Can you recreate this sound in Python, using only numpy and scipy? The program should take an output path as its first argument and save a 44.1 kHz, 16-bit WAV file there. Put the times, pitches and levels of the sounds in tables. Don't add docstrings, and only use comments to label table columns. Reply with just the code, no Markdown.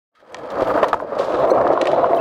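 import sys
import numpy as np
from scipy import signal
from scipy.fft import rfft, irfft
from scipy.io import wavfile
from scipy.ndimage import uniform_filter1d

SR = 44100
rng = np.random.default_rng(int(sys.argv[2]) if len(sys.argv) > 2 else 0)


def transcribe(signal):
    frames = np.atleast_2d(signal).T
    limited = np.clip(frames, -1, 1)
    pcm = np.round(limited * 32767).astype(np.int16)
    wavfile.write(sys.argv[1], SR, pcm)


def elevation(decibels):
    levels = np.asarray(decibels, float)
    return 10 ** (levels / 20)


N = 97108

# [t/s, peak level/dB, f/Hz, t60/s]
DECK_KNOCKS = [(.226, -36, 563, 0.05), (.345, -23, 1010, 0.032), (.433, -24, 484, 0.11),
               (0.588, -15, 547, 0.075), (.620, -1, 540, 0.019), (.628, -5, 590, 0.028),
               (.754, -8.5, 615, 0.038), (.772, -7, 668, 0.073), (0.7765, -8, 1430, 0.013),
               (.829, 0.5, 603, 0.045), (.8325, -5.5, 1066, 0.045), (.842, -1.5, 970, 0.017),
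               (0.9303, -0.5, 1210, 0.024), (.931, -7, 680, 0.047), (0.9421, 0, 926, 0.016),
               (1.001, -10.5, 1030, 0.017), (1.022, -14.5, 636, 0.067), (1.046, -13, 544, 0.029),
               (1.121, -12.5, 565, 0.043), (1.166, -11, 588, 0.052), (1.195, -8, 549, 0.07),
               (1.304, -9, 590, 0.039), (1.515, 1, 530, 0.052), (1.626, 2, 548, 0.016),
               (1.668, -7.5, 1202, 0.026), (1.775, -4.5, 1022, 0.026), (1.854, -7.5, 606, 0.025),
               (2.030, -4, 692, 0.09), (2.043, -3, 1018, 0.023), (2.132, -3, 676, 0.049),
               (1.283, -8, 625, 0.025), (1.248, -12, 627, 0.022), (1.466, -6, 553, .03),
               (1.434, -5, 676, 0.025), (1.443, -1, 625, .02), (1.526, -4, 370, 0.028),
               (1.546, -3, 524, 0.036), (1.571, -13, 500, .03), (1.599, -7.5, 666, 0.045),
               (1.688, -1, 546, 0.018), (1.702, -1.5, 586, 0.045), (1.735, -1, 573, 0.023),
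               (1.809, -4, 615, 0.014), (1.827, -2.5, 526, 0.027), (1.889, -14.5, 598, 0.049),
               (1.932, -2, 638, 0.037), (1.962, -3, 666, 0.029), (2.081, -12.5, 515, 0.044),
               (2.142, -4.5, 646, .02)]


def band(x, hz, width):
    return signal.lfilter(*signal.iirpeak(min(hz, .45 * SR), hz / min(width, .45 * SR), fs=SR), x)


def band_twice(x, hz, width):
    return band(band(x, hz, width), hz, width)


def unit(x):
    return x / np.sqrt(np.mean(x ** 2))


def colour(x, points):
    point_hz, point_db = np.array(points).T
    hz = np.maximum(np.fft.rfftfreq(len(x), 1 / SR), 1)
    gain_db = np.interp(np.log(hz), np.log(point_hz), point_db, left=-99)
    return irfft(rfft(x) * elevation(gain_db), len(x))


def walk(rate):
    hold = int(SR / rate)
    steps = np.repeat(rng.standard_normal(N // hold + 1), hold)
    return unit(uniform_filter1d(steps, hold)[:N])


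def grit(per_s, spread_db):
    hit = rng.random(N) < per_s / SR
    size = rng.exponential(size=N)
    return hit * rng.standard_normal(N) * elevation(spread_db * size)


def add(out, s, x):
    i = int(s * SR)
    out[i:i + len(x)] += x[:N - i]


def deck_drum(t, court, grains, bumps):
    # [f/Hz, width/Hz, level midway between ramp and court/dB, level on ramp over level on
    # court/dB]
    deck_modes = [(141.4, 12, -15, -5), (244, 61.5, -14, 7.5), (303.8, 39.3, -6, 1.5), (364, 51.6, -6, -9),
                  (515, 65, 1.5, 0.5), (590, 71, -1, 0), (662.8, 73, 0, -7.5), (865, 168, -8.5, 3),
                  (1061, 125, -9, -2), (1217, 160, -12, 5.5), (1590, 170, -24, 8)]
    # [t/s, length/s, level/dB]
    surface_patches = [(0.646, 0.014, -9), (0.736, 0.0097, -5.5), (0.829, 0.013, 9), (.575, 0.018, 1),
                       (1.3, 0.04, -4), (1.414, 0.029, -1.5), (1.501, 0.0067, 4), (1.98, .012, 1),
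                       (1.637, .02, -4.5), (1.73, 0.012, -1.5), (1.748, 0.014, -5.5), (1.845, 0.011, -12),
                       (1.955, 0.013, 0), (1.995, 0.018, 4), (2.011, 0.012, -3), (2.157, 0.012, -4)]
    hop_s, hop_db = 0.0073, -3
    even, even_s = 0.52, 0.007
    drum = np.zeros(N)
    for hz, width, db, ramp_db in deck_modes:
        push = unit(grains) + 1.45 * rng.standard_normal(N)
        mode = unit(band_twice(push, hz, 1.62 * width)) * np.sqrt(width / 100)
        drum += elevation(db + ramp_db * (0.5 - court)) * mode
    drum = drum / uniform_filter1d(drum ** 2, int(even_s * SR)) ** (even / 2)
    patch_db = np.zeros(N)
    for at, length, db in surface_patches + [(knock[0], hop_s, hop_db) for knock in DECK_KNOCKS]:
        patch_db += db * np.exp(-2 * ((t - at) / length) ** 2)
    return unit(drum * elevation(1.92 * bumps)) * elevation(patch_db)


def truck_rattle(court, grains, bumps):
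    # [f/Hz, level/dB]
    ramp_colour = [(880, -17), (1500, 12), (1710, 11), (2440, 2.5), (3220, -3), (3660, -3), (4920, -9),
                   (16000, -30.5)]
    # [f/Hz, level/dB]
    court_colour = [(880, -16), (1500, -4.5), (2060, -16.5), (3960, -15), (4640, -29), (5880, -31),
                    (11300, -51.5), (16000, -55)]
    # [f/Hz, width/Hz, level/dB]
    truck_modes = [(3200, 340, -12.5), (4580, 1100, -17)]
    smear = rng.standard_normal(900) * np.exp(-np.arange(900) / SR / 0.00046)
    smeared_grit = signal.fftconvolve(grains, smear)[:N]
    jitter = unit(grit(9000, 1))
    chatter_db = 1.35 * (2.0 - 0.67 * court) * (.5 * bumps + walk(150))
    shake = unit((jitter + .5 * unit(smeared_grit)) * elevation(chatter_db))

    def level_mids(x):
        return x / np.std(band(x, 3500, 2500))

    on_ramp = level_mids(colour(shake, ramp_colour))
    for hz, width, db in truck_modes:
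        on_ramp += elevation(db) * unit(band_twice(shake, hz, width))
    on_court = level_mids(colour(shake, court_colour))
    return (1 - court) * on_ramp + court * on_court


def low_rumble():
    # [f/Hz, level/dB]
    rumble_colour = [(12, -54), (20, -40), (59, -6.5), (102, -5), (140, -1), (200, -10), (260, -30.5),
                     (440, -120)]
    rumble_db, gust_db = -26, 4.5
    air = colour(rng.standard_normal(N), rumble_colour + [(400, -61.5)])
    return unit(air) * elevation(rumble_db + gust_db * walk(13))


def rolling(t):
    # [t/s, rolling level/dB, rattle level over the roll/dB]
    roll_levels = [(.118, -87, -42), (.15, -66, -9), (0.152, -67.5, 7.5), (.23, -47.5, -18.5),
                   (.33, -37, -19), (.45, -30, -22.5), (.6, -17.5, -27), (.79, -17.5, -26.5),
                   (.87, -25.5, -26.5), (.96, -27.5, -27.5), (1.06, -29, -29.5), (1.172, -23, -25.5),
                   (1.185, -23, -21), (1.402, -15, -26.5), (1.55, -13, -46), (1.802, -15.5, -33.5),
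                   (1.932, -14.5, -27), (2.2, -18, -35)]
    court_from_s, rumble_top_db = 1.124, -19.5
    s, level_db, rattle_db = np.array(roll_levels).T
    level = elevation(np.interp(t, s, level_db, left=-140))
    court = np.clip((t - court_from_s) / 0.35, 0, 1)
    bumps = walk(55.29) + 0.27 * walk(16)
    grains = grit(2500, 2.0)
    deck = deck_drum(t, court, grains, bumps)
    rattle = truck_rattle(court, grains, bumps) * elevation(np.interp(t, s, rattle_db))
    return level * (deck + rattle) + np.minimum(level, elevation(rumble_top_db)) * low_rumble()


def rail():
    # [f/Hz, level/dB]
    rail_modes = [(1270, -58), (3870, -74)]
    start_s, t60_s = .151, 1.5
    t = np.maximum(np.arange(N) / SR - start_s, 0)
    ring = sum(elevation(db) * unit(band(rng.standard_normal(N), hz, 40)) for hz, db in rail_modes)
    return (t > 0) * elevation(-60 * t / t60_s) * ring


def wind_thuds():
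    # [t/s, length/s, level/dB]
    thud_events = [
        (0.337, 0.063, -52),
        (0.635, 0.086, -34.5),
        (1.344, .08, -37),
        (1.465, 0.0596, -47),
        (0.212, .08, -69),
        (0.948, 0.082, -39.5),
        (1.264, .05, -57),
        (1.715, 0.098, -46),
    ]
    out = np.zeros(N)
    air = unit(band_twice(rng.standard_normal(N), 70.6, 120))
    for s, length, db in thud_events:
        count = int(length * SR)
        gust = unit(air[int(s * SR):][:count])
        add(out, s - length / 2, elevation(db) * np.hanning(count) * gust)
    return out


def knocks():
    push_cycles = 0.25
    out, t = np.zeros(N), np.arange(3000) / SR
    for s, db, hz, t60 in DECK_KNOCKS:
        upper_turn, lower_turn = rng.random(2)
        ring = np.sin(2 * np.pi * hz * t)
        ring += 0.24 * np.sin(2 * np.pi * (1.4 * hz * t + upper_turn))
        ring += 0.39 * np.sin(2 * np.pi * (0.708 * hz * t + lower_turn))
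        rise = (1 - np.exp(-t * hz / push_cycles)) ** 2
        add(out, s, elevation(db) * ring * rise * elevation(-60 * t / t60))
    return signal.lfilter(*signal.butter(2, 220, "high", fs=SR), out)


def clicks():
    # [t/s, peak level/dB, centre f/Hz, t60/s]
    click_events = [(0.324, -44, 8040, 0.026), (0.345, -15.5, 3500, 0.0089), (0.368, -31, 3000, 0.014),
                    (0.384, -45, 7000, 0.078), (.503, -26, 3300, 0.035), (0.74, -25, 2470, 0.022),
                    (.830, -7, 1810, 0.027), (0.843, -14, 1890, 0.014), (0.882, -32.5, 11000, 0.04),
                    (0.8841, -21.5, 3080, 0.05), (0.9303, -19, 2190, 0.022), (0.943, -30, 6000, 0.026),
                    (0.976, -51, 8000, 0.018), (0.994, -42, 5000, 0.044), (1.153, -37, 4000, 0.014),
                    (1.188, -22.5, 3270, 0.17), (1.342, -32, 3700, 0.07), (1.584, -45, 2400, .02),
                    (1.626, -45, 7000, 0.023), (1.666, -46, 7000, .02), (1.676, -23.5, 3200, 0.025),
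                    (1.73, -30, 3000, 0.059), (1.814, -8.5, 3040, 0.019), (1.8555, -15, 2800, 0.012),
                    (1.871, -9.5, 2540, 0.03), (1.889, -30, 3740, .02), (1.903, -41.5, 5800, .03),
                    (1.916, -22, 3280, 0.031), (2.115, -45, 9030, .04), (2.147, -31.5, 3540, 0.034),
                    (0.586, -29, 3000, .025), (0.607, -27, 3000, 0.017), (.622, -23.5, 3200, .03),
                    (.647, -28, 2680, 0.017), (.673, -24, 2600, .025), (.78, -36, 2600, 0.023),
                    (.81, -50, 9000, .03), (0.933, -33, 10700, 0.025), (0.834, -34, 12000, 0.054),
                    (1.009, -45.5, 10000, 0.027), (1.244, -26, 3320, 0.075), (1.474, -26, 2400, 0.042),
                    (1.797, -39, 3300, 0.016), (1.84, -29, 3800, 0.016), (1.927, -38, 5900, .03),
                    (1.945, -38, 5000, .025), (1.959, -40, 3700, 0.023)]
    # [f/Hz, level/dB, t60/s]
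    metal_modes = [(1852, 7.5, 0.031), (2296, 0.5, 0.031), (3000, -11, 0.041), (3700, -9.5, 0.024),
                   (4490, -6.5, 0.0038), (5800, -1.5, 0.0061), (7300, -12, 0.0082), (9500, -34, 0.0064)]
    body_q, edge_hz, edge_db, metal_db, dull_hz = 1, 6360, -22, -7, 7500
    echo_db, echo_stretch = -21, 6.9
    out, t = np.zeros(N), np.arange(6000) / SR
    for s, db, hz, t60 in click_events:
        noise = np.tanh(2 * rng.standard_normal(len(t)))
        shape = elevation(-60 * t / t60) + elevation(echo_db - 60 * t / (echo_stretch * t60))
        body = band_twice(noise * shape, hz, hz / body_q)
        ring = np.zeros(len(t))
        for (f, gain, decay), odd in zip(metal_modes, rng.standard_normal(len(metal_modes))):
            tone = np.sin(2 * np.pi * f * (1 + 0.013 * odd) * t + odd)
            ring += elevation(gain - 60 * t / decay) * tone
        ring = band(ring, hz, 2 * hz)
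        edge = band_twice(noise * elevation(-60 * t / (0.1 * t60)), edge_hz, 5000)
        crack = 0.68 * body / np.abs(body).max()
        crack += elevation(metal_db) * ring / np.abs(ring).max()
        crack += elevation(edge_db) * edge / np.abs(edge).max()
        dulled = signal.lfilter(*signal.butter(1, max(dull_hz, 1.1 * hz), fs=SR), crack)
        add(out, s, elevation(db) * dulled)
    return out


def scuffs():
    # [t/s, length/s, level/dB]
    scuff_events = [
        (0.503, 0.027, -60),
        (0.574, 0.1, -63.5),
        (0.653, 0.091, -57),
        (0.75, .045, -57),
        (1.17, .045, -67),
        (1.233, 0.034, -61),
        (1.385, 0.037, -57.5),
        (1.475, 0.06, -53.5),
        (2.138, 0.056, -56),
    ]
    out = np.zeros(N)
    hiss = unit(band(rng.standard_normal(N), 13100, 12000)) * elevation(2.7 * walk(250))
    for s, length, db in scuff_events:
        count = int(length * SR)
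        add(out, s, elevation(db) * signal.windows.tukey(count, .7) * hiss[int(s * SR):][:count])
    return out


def wheel_slide():
    start_s, t60_s, slide_hz, slide_db = 1.178, 2.3, 3860, -49.5
    t = np.arange(SR // 3) / SR
    rough = rng.standard_normal(len(t)) * elevation(1.8 * walk(440)[:len(t)])
    hiss = unit(band_twice(rough, slide_hz, 4100))
    fade = np.minimum(t / 0.008, 1) * np.minimum((t[-1] - t) / 0.1, 1)
    out = np.zeros(N)
    add(out, start_s, elevation(slide_db - 60 * t / t60_s) * fade * hiss)
    return out


def squeaks():
    # [t/s, length/s, f/Hz, level/dB]
    squeak_events = [
        (1.503, 0.014, 2164, -29.5),
        (1.545, 0.009, 2200, -43),
        (2.171, 0.0071, 3020, -31),
        (2.185, 0.02, 2580, -33),
    ]
    partial_levels = [
        [-6, 0, -6, -14, -26],
        [-12, 0, -10, -14, -24],
        [0, -20, -30, -36, -40],
        [0, -20, -30, -36, -40],
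    ]
    rise, rough, squeeze = .07, .75, .91
    out, shaky = np.zeros(N), walk(790)
    for (s, length, hz, db), partials in zip(squeak_events, partial_levels):
        u = np.linspace(0, 1, int(length * SR))
        phase = 2 * np.pi * np.cumsum(hz * (1 + rise * u)) / SR
        phase += .3 * rough * np.roll(shaky, int(s * SR))[:len(u)]
        tone = sum(elevation(p) * np.sin((k + 1) ** squeeze * phase) for k, p in enumerate(partials))
        add(out, s, elevation(db) * np.sin(np.pi * u) ** .5 * elevation(-8 * u) * tone)
    return out


def scene():
    board = rolling(np.arange(N) / SR) + knocks() + clicks() + wheel_slide()
    shoe = scuffs() + squeaks()
    return (board + shoe + rail() + wind_thuds())[None]


def band_limit(x):
    return signal.sosfilt(signal.butter(12, 16510, fs=SR, output="sos"), x)


def record(dry):
    rounded = np.tanh(dry) / 1.1
    top_cut = signal.ellip(8, .2, 60, 15900, fs=SR, output="sos")
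    return band_limit(signal.sosfilt(top_cut, rounded))


dry = scene()
out = record(dry)
transcribe(out)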